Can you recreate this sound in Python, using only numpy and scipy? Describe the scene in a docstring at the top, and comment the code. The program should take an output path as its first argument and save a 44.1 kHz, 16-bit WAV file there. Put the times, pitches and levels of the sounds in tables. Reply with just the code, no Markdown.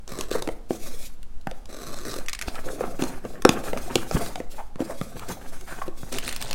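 """A small cardboard parcel is opened on a table, close to the microphone, in a dry room.
First a box cutter saws through the tape at one end, then at the other, rasping while the box drones.
Just after two seconds its blade clicks back in. Next the box is turned and slid, and the last tape snaps.
Then the flaps knock and scrape, and at about six seconds fingers crinkle the plastic bag inside."""
import sys
import numpy as np
from scipy import signal
from scipy.fft import rfft, irfft, next_fast_len
from scipy.io import wavfile
from scipy.ndimage import uniform_filter1d, map_coordinates

SR = 44100
rng = np.random.default_rng(int(sys.argv[2]) if len(sys.argv) > 2 else 0)


def transcribe(signal):
    """Save signal, clipped to [-1, 1], as a 16-bit WAV file at the path in sys.argv[1]."""
    frames = np.atleast_2d(signal).T
    limited = np.clip(frames, -1, 1)
    pcm = np.round(limited * 32767).astype(np.int16)
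    wavfile.write(sys.argv[1], SR, pcm)


N = 288502
TOP_HZ = 16000  # highest frequency kept
HIT_T = np.arange(SR // 6) / SR  # seconds since the start of one short hit


def amp(db):
    """Turn decibels into a number to multiply by."""
    return 10 ** (np.asarray(db) / 20)


def unit(x):
    """Give a sound an average strength (rms) of 1."""
    return x / np.sqrt(np.mean(x ** 2) + 1e-20)


def pulse(x):
    """Give a hit the energy of 10 ms of sound at strength 1."""
    return x * np.sqrt(SR / 100 / (np.sum(x ** 2) + 1e-20))


def along(points, hz):
    """Read between (frequency, value) points, with octaves evenly spaced."""
    freqs, values = np.transpose(points)
    return np.interp(np.log(hz + 1), np.log(freqs + 1), values)


def add(track, start, sound):
    """Mix a sound into the track, start seconds in."""
    part = track[max(round(start * SR), 0):][:len(sound)]
    part += sound[:len(part)]


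def wobble(rate):
    """A smooth random curve through rate points a second."""
    return map_coordinates(rng.standard_normal(int(N * rate / SR) + 4), [np.arange(N) * rate / SR])


def coloured(x, tone):
    """Make each frequency louder or softer, following a tone table of f/Hz, level/dB."""
    size = 2 * next_fast_len(len(x) // 2 + 2048)
    gain = amp(along(tone, np.fft.rfftfreq(size, 1 / SR)))
    # fold the filter so that it rings only after a hit, never before
    cepstrum = irfft(np.log(gain + 1e-6))
    cepstrum[1:size // 2] *= 2
    cepstrum[size // 2 + 1:] = 0
    return irfft(rfft(x, size) * np.exp(rfft(cepstrum)), size)[:len(x)]


def patchy(x, depth_db):
    """Patches of pitch come and go as the touching point moves."""
    spectrum = signal.stft(x, nperseg=1024)[2]
    patches = uniform_filter1d(rng.standard_normal(spectrum.shape), size=5, axis=0)
    patches = uniform_filter1d(patches, size=6, axis=1)
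    return signal.istft(spectrum * amp(depth_db * unit(patches)), nperseg=1024)[1][:N]


def slips(rate, spread_db, clump_db, clump_rate, smooth):
    """Friction: clumps of tiny, uneven slips over a smooth rub. Rates are per second."""
    sizes = amp(spread_db * np.clip(rng.standard_normal(N), -2, 2)) * rng.choice([-1, 1], N)
    grains = unit(sizes * (rng.random(N) < rate / SR))
    force = grains + smooth * rng.standard_normal(N)
    return unit(force * amp(clump_db * np.clip(wobble(clump_rate), -2, 2)))


def pings(count, low_hz, high_hz, cycles, spread_db):
    """Tiny buckles at random times, each ringing for a few cycles at its own pitch."""
    when, pitch, size, phase = rng.random((count, 4)).T[:, :, None]
    hz = low_hz * (high_hz / low_hz) ** pitch
    n = np.arange(min(int(3 * cycles * SR / low_hz), 1500))
    turns = hz * n / SR
    strength = amp(spread_db * size ** 3) * hz
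    rings = strength * np.sin(2 * np.pi * (turns + phase)) * np.exp(-turns / cycles)
    places = (when * N).astype(int) + n
    return unit(np.bincount(places.ravel(), rings.ravel(), N)[:N])


def burst(fade_s, rise_s, tone):
    """A short crack of noise that falls 60 dB in fade_s; each one has a slightly different tone."""
    envelope = amp(-60 * HIT_T / fade_s) * (1 - np.exp(-HIT_T / rise_s)) ** 2
    hz = np.geomspace(100, TOP_HZ, 48)
    tone_db = along(tone, hz) + 3.5 * np.clip(rng.standard_normal(len(hz)), -2, 2)
    noise = rng.standard_normal(len(HIT_T)) * envelope
    return pulse(coloured(noise, np.transpose([hz, tone_db])))


def strokes(rows, swell_share, drift_db_per_s, fade_lengths):
    """One loudness curve per level column: each stroke swells, drifts, then fades away."""
    t, power = np.arange(N) / SR, 0
    for start, length, *levels_db in rows:
        age = np.maximum(t - start, 0)
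        swell = np.sin(np.pi / 2 * np.minimum(age / (swell_share * length), 1)) ** 2
        drift_db = drift_db_per_s * np.minimum(age, length)
        fall_db = -60 * np.maximum(age - length, 0) / (fade_lengths * length)
        power = power + (amp(levels_db)[:, None] * swell * amp(drift_db + fall_db)) ** 2
    return np.sqrt(power)


# tones of the quiet room and of the draught: f/Hz, level/dB
STILL_TONE = [(35, -25.5), (60, -13.5), (130, -21.5), (207, -15.5), (323, -25.5), (1410, -34.5),
              (1740, -38.5), (9790, -47), (14200, -57), (16000, -74)]
DRAUGHT_TONE = [(1, -6), (3, -11), (8, -2), (16, -25.5), (30, -23.5), (60, -32), (120, -63), (300, -84.5)]
def air():
    """Faint room noise, and a slow draught that sways the microphone."""
    still = amp(-55) * unit(coloured(rng.standard_normal(N), STILL_TONE))
    draught = amp(-28.5) * unit(coloured(rng.standard_normal(N), DRAUGHT_TONE))
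    return still + draught


# how long the room's echo lasts: f/Hz, time to fall 60 dB/s
ECHO_TIMES = [(150, 0.4), (1000, 0.51), (5000, 0.18), (14000, 0.18)]
def room(x):
    """The walls send back a short, soft echo whose high notes die first."""
    hz, t, noise = signal.stft(rng.standard_normal(SR // 2), SR, nperseg=256)
    fade = amp(-60 * t / along(ECHO_TIMES, hz)[:, None])
    tail = signal.istft(noise * fade, SR, nperseg=256)[1]
    delayed_tail = np.pad(tail / np.linalg.norm(tail), (round(0.0045 * SR), 0))
    return signal.fftconvolve(x, delayed_tail)[:N]


# the whole box bumps the table: t/s, level/dB
LANDINGS = [(2.477, -17), (3.51, -25.5), (4.146, -6.5)]
def bumps():
    """A soft landing gives one low push of air, with no ring."""
    out = np.zeros(N)
    age = HIT_T / 0.0044  # counted in steps of 4.4 ms
    for start, db in LANDINGS:
        add(out, start, amp(db) * age * (age - 2) * np.exp(-age))
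    return out


# hands, flaps and the box's bottom drag: t/s, length/s, drone level/dB, scrape level/dB, hiss level/dB
DRAGS = [(0.39, 0.12, -48, -61, -54.5), (0.68, 0.17, -45.5, -53, -45.5), (0.83, .12, -47, -49.5, -43.5),
         (0.98, .075, -54, -55, -40), (1.47, 0.13, -57, -66, -62.5), (2.19, 0.052, -48, -45, -53),
         (2.41, 0.23, -46, -43, -48), (2.63, 0.26, -37.5, -48.5, -48), (2.98, 0.12, -35, -34.5, -42),
         (3.22, 0.14, -38, -46, -55), (3.475, .12, -34.5, -37.5, -44.5), (3.63, .06, -34.5, -35.5, -40),
         (3.7, 0.22, -37.5, -39, -45), (3.92, 0.17, -47, -47.5, -44.5), (4.1, 0.15, -36, -37, -39),
         (4.34, 0.073, -41, -47, -53), (4.49, 0.1, -49.5, -50, -48.5), (4.77, 0.3, -44.5, -47.5, -49),
         (5.12, 0.24, -43, -49, -50.5), (5.28, 0.045, -39, -46, -38), (5.38, 0.25, -48.5, -47.5, -52),
         (5.65, 0.16, -48.5, -43.5, -45.5), (5.94, 0.27, -49, -52.5, -49.5)]
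# tones of the droning box, its scraping edges and its hissing fibres: f/Hz, level/dB
BOX_TONE = [(47, -56), (80, -12), (117, -2), (172, -8.5), (248, -2.5), (292, -7), (489, -7.5), (672, -6),
            (933, -13.5), (1100, -11.5), (1430, -45), (2420, -120)]
SCRAPE_TONE = [(350, -8), (600, -7), (671, -1), (926, -2), (1070, -8), (1690, -8.5), (1970, -14),
               (3200, -21), (4160, -73), (7040, -120)]
HISS_TONE = [(1180, -23), (2000, -2.5), (2490, 3.5), (3010, -9), (3310, 1), (5120, 0.5), (6360, 1.5),
             (10500, -0.5), (14300, -6), (16000, -7)]
def rubbing():
    """Cardboard drags on the table, on skin and on itself: its walls creak and fine fibres hiss."""
    drone, scrape, hiss = strokes(DRAGS, swell_share=0.22, drift_db_per_s=-7.5, fade_lengths=3)
    coarse = slips(rate=550, spread_db=6.5, clump_db=6, clump_rate=60, smooth=0.86)
    fine = slips(rate=4500, spread_db=1.5, clump_db=3, clump_rate=60, smooth=1.15)
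    creaks = pings(count=1300, low_hz=98.5, high_hz=814, cycles=4.6, spread_db=13)
    walls = unit(unit(coloured(creaks, BOX_TONE)) + 0.84 * unit(coloured(coarse, BOX_TONE)))
    edge = unit(patchy(coloured(coarse, SCRAPE_TONE), depth_db=1.5))
    fibres = unit(patchy(coloured(fine, HISS_TONE), depth_db=2.9))
    return drone * walls + scrape * edge + hiss * fibres


# short squeaks: middle t/s, length/s, f/Hz, level/dB
SQUEAKS = [(0.325, 0.012, 4200, -38), (0.355, 0.0096, 480, -21), (0.386, 0.022, 417, -40),
           (2.112, 0.017, 5140, -39.5), (2.169, 0.016, 454, -32.5), (2.485, 0.017, 4620, -38.5),
           (2.563, 0.0091, 1260, -33), (2.688, 0.0056, 1620, -31.5), (2.69, 0.042, 500, -31.5),
           (2.843, 0.036, 1290, -35.5), (4.22, .024, 665, -28.5), (4.6, 0.025, 876, -33.5),
           (4.808, 0.023, 643, -32), (4.907, 0.02, 646, -28.5), (5.163, 0.011, 143, -35),
           (5.222, 0.028, 1230, -39), (5.312, 0.016, 1080, -32.5), (5.316, 0.021, 148, -33),
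           (5.714, 0.05, 1590, -42), (5.821, 0.0086, 1097, -29.5), (6.156, 0.031, 430, -34.5)]
def squeaks():
    """A sticking edge slips, swelling and fading around one pitch over a soft hiss of fibres."""
    out, t = np.zeros(N), np.arange(N) / SR
    force = slips(rate=1400, spread_db=4, clump_db=1.8, clump_rate=220, smooth=0.6)
    for middle, length, hz, db in SQUEAKS:
        near = np.abs(t - middle) < 2 * length
        swell = np.exp(-2 * ((t[near] - middle) / length) ** 2)
        tone = [(hz / 4, -30), (hz / 2.05, -12), (hz, 0), (hz * 1.21, -10), (hz * 3, -24), (hz * 9, -55)]
        squeak = unit(coloured(force[near], tone))
        hiss = amp(-21.5) * unit(coloured(force[near], HISS_TONE))
        out[near] += amp(db) * swell * (squeak + hiss)
    return out


# fingers grab the bag: t/s, length/s, drone level/dB, crinkle level/dB
BAG_GRABS = [(6.115, 0.049, -37, -36), (6.22, 0.09, -41.5, -37.5), (6.39, 0.16, -40, -41.5)]
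# creases in the tape and the bag flip over: t/s, level/dB
CREASE_SNAPS = [(1.2292, -50.5), (1.412, -58.5), (3.421, -38), (4.261, -40.5), (5.1942, -41.5),
                (5.291, -47), (5.6103, -45.5), (6.125, -34), (6.1848, -29), (6.2781, -30.5), (6.29, -32),
                (6.3107, -40), (6.326, -33), (6.3622, -31.5), (6.4144, -34.5), (6.4241, -30.5),
                (6.51, -32.5), (6.5288, -32)]
# tone of thin plastic: f/Hz, level/dB
PLASTIC_TONE = [(470, -24), (800, -10), (1030, -2.5), (1660, -1.5), (4570, -2.5), (5380, -6.5), (8440, -6),
                (14800, -12.5), (16000, -11.5)]
def plastic():
    """Big creases snap and ring one by one, many small ones rustle, and the bag nudges the box."""
    drone, crinkle = strokes(BAG_GRABS, swell_share=0.15, drift_db_per_s=-6, fade_lengths=4.7)
    crackle = pings(count=9000, low_hz=1200, high_hz=10000, cycles=2.5, spread_db=11)
    force = slips(rate=1300, spread_db=6, clump_db=2.5, clump_rate=90, smooth=0.6)
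    rustle = patchy(force, depth_db=2.5)
    out = crinkle * unit(coloured(1.4 * crackle + rustle, PLASTIC_TONE))
    out += drone * unit(coloured(rustle, BOX_TONE))
    ring_shape = amp(-60 * HIT_T / 0.0054) * (1 - np.exp(-HIT_T / 0.00024))
    for start, db in CREASE_SNAPS:
        hz = 4160 * 2 ** (0.47 * rng.standard_normal())  # varies by about half an octave
        ring = pulse(np.sin(2 * np.pi * hz * HIT_T) * ring_shape)
        snap = burst(fade_s=0.014, rise_s=0.00041, tone=PLASTIC_TONE)
        add(out, start, amp(db) * (snap + 0.37 * ring))
    return out


# the cutter's slider jumps over its notches: t/s, level/dB
NOTCHES = [(2.261, -43.5), (2.284, -28.5), (2.2945, -34), (2.3311, -29), (2.349, -35), (2.3897, -35),
           (2.413, -30.5), (2.4223, -32), (2.554, -40.5)]
# tone of one click: f/Hz, level/dB
CLICK_TONE = [(500, -14), (1300, -5), (2200, 4.5), (3300, -4.5), (5200, -1.5), (9000, -5.5), (15000, -20)]
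def ratchet():
    """As the blade slides back in, each notch clicks in the cutter's plastic shell."""
    out = np.zeros(N)
    for start, db in NOTCHES:
        add(out, start, amp(db) * burst(fade_s=0.022, rise_s=0.00025, tone=CLICK_TONE))
    return out


# pulls of the blade through the tape: t/s, length/s, drone level/dB, rasp level/dB
PULLS = [(0.07, 0.16, -39.5, -44.5), (0.22, 0.07, -41.5, -51), (0.3, 0.085, -35.5, -38.5),
         (1.66, 0.377, -42.5, -46.5), (2.03, 0.15, -38.5, -41)]
# the blade snags in the tape: t/s, level/dB
SNAGS = [(0.077, -40), (0.2093, -29), (0.4222, -29.5), (1.656, -48), (1.942, -40), (1.9867, -40.5),
         (2.1127, -43), (2.14, -34)]
# tones of the box being cut, of its grain parting and of a snag: f/Hz, level/dB
CUT_BOX_TONE = [(71, -32), (120, -6.5), (188, -12), (323, -5.5), (481, -6.5), (548, -6.5), (669, -6),
                (920, -22.5), (1150, -12.5), (2000, -56), (2600, -38), (4400, -120)]
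RASP_TONE = [(900, -6.5), (1700, 5), (2400, -1.5), (3100, -8.5), (4000, 5), (4800, -2), (5500, 0.5),
             (6200, 1.5), (7000, -6), (7700, 3.5), (8400, -2.5), (9400, -5), (13400, -7.5), (16000, -13)]
SNAG_TONE = [(200, 5), (500, 9), (1200, 4), (2000, -3), (4000, 2.5), (8000, -0.5), (15000, -16)]
def blade():
    """The blade saws through tape in quick slips that rasp at the edge and drone in the box."""
    # each pull grows harder until the blade comes free
    drone, rasp = strokes(PULLS, swell_share=0.18, drift_db_per_s=7, fade_lengths=1)
    force = slips(rate=3000, spread_db=8.5, clump_db=3.5, clump_rate=150, smooth=0.45)
    out = drone * unit(patchy(coloured(force, CUT_BOX_TONE), depth_db=3.5))
    out += rasp * unit(patchy(coloured(force, RASP_TONE), depth_db=2.5))
    for start, db in SNAGS:
        add(out, start, amp(db) * burst(fade_s=0.0086, rise_s=0.00081, tone=SNAG_TONE))
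    # a quick bounce off the table top makes the sound slightly hollow
    n = np.arange(N)
    bounce = np.interp(n - 0.000727 * SR, n, out)
    return out + 0.12 * bounce


# knocks and snaps: t/s, ring level/dB, favoured f/Hz, clack and crack level/dB compared with the ring
BOX_HITS = [(0.187, -30.5, 300, -13, -7), (0.312, -25, 345, -20, -16), (0.474, -25, 369, -9, -16.5),
            (0.488, -25, 510, -8, -19.5), (0.706, -20, 320, -10.5, -30), (1.47, -29, 148, 0.5, -18),
            (1.512, -37.5, 530, -12, -6), (2.481, -32, 145, -1, -10), (2.807, -22.5, 465, -10.5, -36),
            (2.837, -28, 320, -4, -31), (2.991, -29.5, 312, -15, -16), (3.021, -19, 259, -11, -14),
            (3.037, -26.5, 267, -8, -8), (3.25, -31.5, 490, -18, -20.5), (3.45, -7.5, 376, -5, -14),
            (3.491, -15, 198, -6, -3), (3.731, -23.5, 534, -8.5, -19.5), (3.773, -47, 270, 14.5, 7.5),
            (3.955, -16, 194, -9, -3.5), (4.111, -26.5, 660, -7.5, -10.5), (4.149, -17.5, 105, -35, -40),
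            (4.356, -33.5, 770, -4, -4.5), (4.401, -28, 374, -8.5, -26), (4.757, -36, 102, -9.5, -18),
            (4.803, -21, 247, -23, -25.5), (4.819, -26, 247, -20, -32), (5.012, -25.5, 139, -5, -17.5),
            (5.879, -28.5, 302, -22, -20.5), (6.031, -33, 108, -9.5, -24)]
# notes of the cardboard panels and the air between them: f/Hz, level/dB, time to fall 60 dB/s
PANEL_NOTES = [(83, -19, 0.055), (146, -1, 0.034), (197, -2, 0.018), (256, -3, 0.07), (329, 3.5, 0.077),
               (374, -5.5, 0.2), (486, 9.5, 0.054), (538, -2, 0.14), (627, 12, 0.023), (740, 3, 0.15)]
# tones of the dull clack and the bright crack: f/Hz, level/dB
CLACK_TONE = [(400, -8.5), (750, -1.5), (1000, -9), (1230, -5), (1700, -11.5), (2450, -17.5), (3200, -32),
              (8000, -37.5)]
CRACK_TONE = [(900, -40), (2000, -5.5), (2500, 10), (2950, 4.5), (3500, 5), (4500, -1), (5500, 3),
              (9000, -3), (15000, -18)]
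def knocks():
    """The cardboard cracks and clacks, then its panels ring; the spot hit decides which ring most."""
    out = np.zeros(N)
    hz, note_db, fade_s = np.transpose(PANEL_NOTES)[:, :, None]
    # the ring builds quickly, and the hand on the box soon muffles it
    grip = (1 - np.exp(-HIT_T / 0.0008)) * amp(-60 * HIT_T / 0.08)
    for start, ring_db, favoured_hz, clack_db, crack_db in BOX_HITS:
        octaves_away = np.abs(np.log2(hz / favoured_hz))
        strength = amp(note_db + 3.4 * rng.standard_normal(hz.shape) - 22.6 * octaves_away)
        bent_hz = hz * np.exp(0.017 * rng.standard_normal(hz.shape))  # pressure changes the stiffness
        phase = rng.uniform(0, 1.5 * np.pi, hz.shape)
        notes = strength * np.sin(2 * np.pi * bent_hz * HIT_T + phase) * amp(-60 * HIT_T / fade_s)
        add(out, start + 0.00098, amp(ring_db) * pulse(notes.sum(0) * grip))
        add(out, start, amp(ring_db + clack_db) * burst(fade_s=0.015, rise_s=0.00054, tone=CLACK_TONE))
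        add(out, start, amp(ring_db + crack_db) * burst(fade_s=0.0056, rise_s=0.003, tone=CRACK_TONE))
    return coloured(out, [(45, -12), (130, 0.5)])  # small panels give off little bass


def scene():
    """Mix it all into one channel; everything is within arm's reach, so the echo is weak."""
    hits = knocks() + ratchet()
    handling = blade() + rubbing() + squeaks() + plastic()
    echo = room(amp(-13.5) * hits + amp(-12) * handling)
    return (hits + handling + bumps() + echo + air())[None]


def record(dry):
    """Flatten any peak beyond full scale, then remove everything above TOP_HZ."""
    clipped = np.clip(dry, -1, 1)
    size = next_fast_len(N + SR // 2)
    kept = np.fft.rfftfreq(size, 1 / SR) < TOP_HZ
    return irfft(rfft(clipped, size) * kept, size)[:, :N]


dry = scene()
out = record(dry)
transcribe(out)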